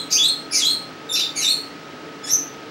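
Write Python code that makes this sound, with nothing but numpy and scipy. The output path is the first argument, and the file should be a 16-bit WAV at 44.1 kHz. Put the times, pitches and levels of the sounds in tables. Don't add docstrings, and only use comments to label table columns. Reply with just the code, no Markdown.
import sys
import numpy as np
from scipy import signal
from scipy.fft import rfft, irfft
from scipy.io import wavfile

SR = 44100
rng = np.random.default_rng(int(sys.argv[2]) if len(sys.argv) > 2 else 0)


def transcribe(signal):
    frames = np.atleast_2d(signal).T
    limited = np.clip(frames, -1, 1)
    pcm = np.round(limited * 32767).astype(np.int16)
    wavfile.write(sys.argv[1], SR, pcm)


N = 119070


def from_db(db):
    return 10 ** (np.asarray(db) / 20)


def at_hz(points, hz):
    table = np.array(points)
    return np.interp(np.log(hz + 1), np.log(table[:, 0]), table[:, 1])


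def drift(rate_hz, size):
    r = np.exp(-2 * np.pi * rate_hz / SR)
    slow = signal.lfilter([1], [1, -2 * r, r * r], rng.standard_normal(size))
    return (slow - slow.mean()) / slow.std()


def band_pass(x, low_hz, high_hz):
    return signal.sosfilt(signal.butter(2, [low_hz, high_hz], "band", fs=SR, output="sos"), x)


# f/Hz, relative level per Hz/dB
FAN_SPECTRUM = [(21, -61), (35, -33), (135, -7), (213, -8), (283, 0.5), (364, -3.5), (436, -5), (782, -9.5),
                (889, -9), (1010, -14), (1300, -9.5), (2400, -14.5), (2870, -15.5), (5420, -22.5),
                (12200, -46.5), (15400, -51)]
# f/Hz, width/Hz, boost/dB
DUCT_PEAKS = [(161, 7.1, 10), (285.4, 29.4, 5.5), (442, 11.7, 10), (910, 15, 3.5)]
FAN_DB = -37


def fan():
    hz = np.fft.rfftfreq(N, 1 / SR)
    db = at_hz(FAN_SPECTRUM, hz)
    for peak_hz, width_hz, boost_db in DUCT_PEAKS:
        db = db + boost_db / (1 + (2 * (hz - peak_hz) / width_hz) ** 2)
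    air = irfft(rfft(rng.standard_normal(N)) * from_db(db), N)
    return from_db(FAN_DB) * air / air.std()


# f/Hz, rms level/dB, wander/Hz
WHINE_TONES = [(1271.3, -46, 2.84), (15734, -64, 1)]
WHINE_WANDER_HZ = 3.4


def whines():
    out = np.zeros(N)
    for tone_hz, db, wander_hz in WHINE_TONES:
        hz = tone_hz + wander_hz * drift(WHINE_WANDER_HZ, N)
        out += np.sqrt(2) * from_db(db) * np.sin(2 * np.pi * np.cumsum(hz) / SR)
    return out


# f/Hz, fade time t/s
ROOM_FADE = [(2000, 0.42), (4000, 0.36), (6500, 0.34), (10000, 0.33), (14000, 0.35)]
DIRECT_CUT_DB, FIRST_ECHO_S = 7, .0015
EARLY_DB, EARLY_S = 5, 0.0081


def room(x):
    t = np.arange(SR // 2) / SR
    tail = np.zeros(len(t))
    white = rng.standard_normal(len(t))
    edges_hz = [800, 2000, 3200, 5000, 8000, 12000, 18000]
    for low, high in zip(edges_hz, edges_hz[1:]):
        fade_s = at_hz(ROOM_FADE, np.sqrt(low * high))
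        tail += band_pass(white, low, high) * from_db(-60 * t / fade_s)
    tail = tail * (t > FIRST_ECHO_S) * from_db(EARLY_DB * np.exp(-t / EARLY_S))
    tail = tail / np.sqrt(np.sum(tail ** 2) / 2)
    return from_db(-DIRECT_CUT_DB) * x + signal.fftconvolve(x, tail)[:len(x)]


RELEASE_S = 0.0032


def fades(t, start, end, attack_s):
    rise = np.clip((t - start) / attack_s, 0, 1) ** 2
    fall = np.clip((end - t) / RELEASE_S + 1, 0, 1) ** 2
    return rise * fall


JITTER, JITTER_HZ = .075, 200
BREATH_DB = 2
LOW_THROAT_HZ, LOW_HALF_WIDTH_HZ = 2380, 645
BEAK_WIDTH_HZ = 1000
RASP_FLOOR_DB, RASP_TOP_HZ = -26.5, 12900
# start t/s, length/s, attack/s, f at start/Hz,
# f at end/Hz, level/dB, throat resonance f/Hz, its width/Hz, low throat resonance level/dB,
# beak resonance f/Hz, its level/dB, roughness/0-1 (resonance levels are against the throat's)
HOARSE_NOTES = [(0.095, 0.038, 0.017, 2400, 2380, -21.5, 5220, 3300, -35, 12800, -14, 0.75),
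                (0.116, 0.053, 0.0094, 1573, 1559, -17, 5470, 1610, -38, 12100, -22, 0.44),
                (0.505, 0.027, 0.0079, 5000, 5320, -27, 5040, 2000, -30, 10700, -3.5, 0.33),
                (0.519, .04, 0.0064, 2390, 2244, -22, 5440, 2900, -10, 9960, -7, 0.46),
                (0.541, 0.041, 0.0045, 1742, 1690, -17.5, 5480, 1730, -33, 10800, -17, 0.81),
                (0.567, 0.04, 0.0056, 2196, 2033, -31, 6450, 2000, 4, 8500, -19, 0.39),
                (0.59, 0.031, 0.0053, 2534, 3085, -35, 5400, 2000, -1, 10800, -26, 0.53),
                (1.121, 0.033, 0.0074, 1894, 1884, -23, 5350, 2040, -33, 11650, -3.5, 0.53),
                (1.145, 0.033, 0.0075, 1368, 1326, -20, 4600, 2480, -13, 12200, -30, 0.77),
                (1.179, 0.023, 0.0071, 1276, 1212, -19.5, 4470, 2440, -38, 11800, -15, 0.75),
                (1.191, 0.022, 0.004, 2850, 3060, -31.5, 3000, 1500, -9, 7160, -1, 0.65),
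                (1.344, .058, 0.023, 2319, 2127, -23.5, 5580, 3390, -5, 9850, -2.5, 0.39),
                (1.408, .045, 0.0086, 2540, 3203, -23.5, 5230, 2040, -5.5, 11400, -11, 0.69),
                (1.46, 0.025, 0.008, 2477, 2510, -34.5, 2430, 1500, -5, 10100, -7, 0.2),
                (2.226, 0.051, 0.016, 1739, 1683, -30.5, 4960, 4480, -11, 8500, -16, 0.17),
                (2.271, 0.032, 0.0065, 1776, 2052, -31, 3970, 1580, -3, 7500, 2, 0.4)]


def throat_and_beak(hz, throat_hz, width_hz, low_db, beak_hz, beak_db):
    throat = 1 / (1 + (2 * (hz - throat_hz) / width_hz) ** 4)
    low_throat = from_db(low_db) / (1 + ((hz - LOW_THROAT_HZ) / LOW_HALF_WIDTH_HZ) ** 4)
    beak = from_db(beak_db) / (1 + (2 * (hz - beak_hz) / BEAK_WIDTH_HZ) ** 2)
    floor = from_db(RASP_FLOOR_DB) * (hz > throat_hz) / (1 + (hz / RASP_TOP_HZ) ** 8)
    return throat + low_throat + beak + floor


def rasps(t):
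    out = np.zeros(len(t))
    jitter = drift(JITTER_HZ, len(t))
    white = rng.standard_normal(len(t))
    for (start, length, attack_s, hz0, hz1, db,
         throat_hz, width_hz, low_db, beak_hz, beak_db, rough) in HOARSE_NOTES:
        end = start + length
        on = (t > start) & (t < end + RELEASE_S)
        rough = np.clip(rough, 0, 1)
        pitch_hz = np.interp(t[on], [start, end], [hz0, hz1]) * (1 + JITTER * rough * jitter[on])
        phase = 2 * np.pi * np.cumsum(pitch_hz) / SR
        pulses = sum(np.cos(k * phase) for k in range(1, int(16000 / hz0) + 1))
        source = pulses / pulses.std() + from_db(BREATH_DB) * rough * white[on]
        hz = np.fft.rfftfreq(on.sum(), 1 / SR)
        colour = throat_and_beak(hz, throat_hz, width_hz, low_db, beak_hz, beak_db)
        note = irfft(rfft(source) * colour, on.sum())
        out[on] += from_db(db) * note / note.std() * fades(t[on], start, end, attack_s)
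    return out


ATTACK_S = 0.002
WOBBLE_HZ = 220
RAGGED_START, SETTLE_S = 6.0, .03
WHISTLE_BREATH_DB = -33
# t/s, f/Hz, level/dB,
# 2nd partial level/dB, 3rd partial level/dB (partials against the first)
WHISTLE_CURVES = [
    [(-.16, 3400, -37, -23, -30), (-.12, 3350, -8, -14, -39), (-.09, 3800, -24.5, -18, -19),
     (-.06, 4080, -17.5, -3, -13), (-.045, 4270, -28.5, -9, -24)],
    [(.142, 2443, -39, -12, -20), (.165, 2520, -29, -14, -24), (.178, 3084, -25, -16, -26),
     (.188, 3492, -14, -21, -46), (.218, 3347, -12, -26, -37), (.24, 3820, -15, -10, -21),
     (.265, 4212, -19, -7.5, -19), (.29, 4254, -14, -14, -32), (.305, 4070, -48, -29, -28)],
    [(.553, 4500, -42, -5, -20), (.58, 4290, -29.5, -3, -13), (.61, 3670, -25, -3, -24),
     (.632, 3353, -9.5, -26, -45), (.645, 3263, -13, -16, -47), (.653, 3820, -18, -8, -16),
     (.67, 4063, -17.5, -9, -16.5), (.69, 4181, -17, -21, -24), (.715, 4297, -17.5, -7.5, -24)],
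    [(1.089, 3850, -30, -18, -16), (1.099, 3610, -21, -13.5, -25), (1.117, 3565, -15, -22, -22),
     (1.128, 3654, -20, -4.5, -13)],
    [(1.203, 3816, -43, -16, -30), (1.215, 3720, -19, -14, -40), (1.23, 3560, -15, -34, -48)],
    [(1.4, 4250, -28.5, -12, -14), (1.43, 3990, -27.5, 0, -11), (1.45, 3580, -14, -22, -26),
     (1.472, 3645, -22, -0.5, -20), (1.49, 4230, -14, -15, -19), (1.512, 4343, -16, -15, -27),
     (1.526, 4435, -22.5, -8, -20)],
    [(2.262, 5200, -38, -5, -40), (2.285, 5460, -33, -16, -40), (2.303, 5660, -19, -20.5, -45),
     (2.318, 5897, -18, -7, -45), (2.332, 6110, -12, -12.5, -45), (2.345, 6230, -18, -30, -45)],
]
SETTLED_WOBBLE = [.008, .007, .011, .0007, .002, .007, .016]


def whistles(t):
    out = np.zeros(len(t))
    wobble = drift(WOBBLE_HZ, len(t))
    breath = band_pass(rng.standard_normal(len(t)), 2500, 12000)
    for rows, share in zip(WHISTLE_CURVES, SETTLED_WOBBLE):
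        s, *columns = np.transpose(rows)
        start, end = s[0], s[-1]
        on = (t > start) & (t < end + RELEASE_S)
        hz, db, second_db, third_db = [np.interp(t[on], s, c) for c in columns]
        scatter = share * (1 + RAGGED_START * np.exp((start - t[on]) / SETTLE_S))
        phase = 2 * np.pi * np.cumsum(hz * (1 + scatter * wobble[on])) / SR
        tone = np.sin(phase)
        tone += from_db(second_db) * np.sin(2 * phase)
        tone += from_db(third_db) * np.sin(3 * phase)
        tone += from_db(WHISTLE_BREATH_DB) * breath[on] * (1 + np.sin(phase))
        out[on] += np.sqrt(2) * tone * from_db(db) * fades(t[on], start, end, ATTACK_S)
    return out


LEAD_S = .2


def scene():
    lead = int(LEAD_S * SR)
    t = (np.arange(N + lead) - lead) / SR
    bird = room(whistles(t) + rasps(t))[lead:]
    return (bird + fan() + whines())[None]


CUTOFF_HZ = 15830


def record(dry):
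    return signal.sosfilt(signal.ellip(12, .5, 80, CUTOFF_HZ, fs=SR, output="sos"), dry)


dry = scene()
out = record(dry)
transcribe(out)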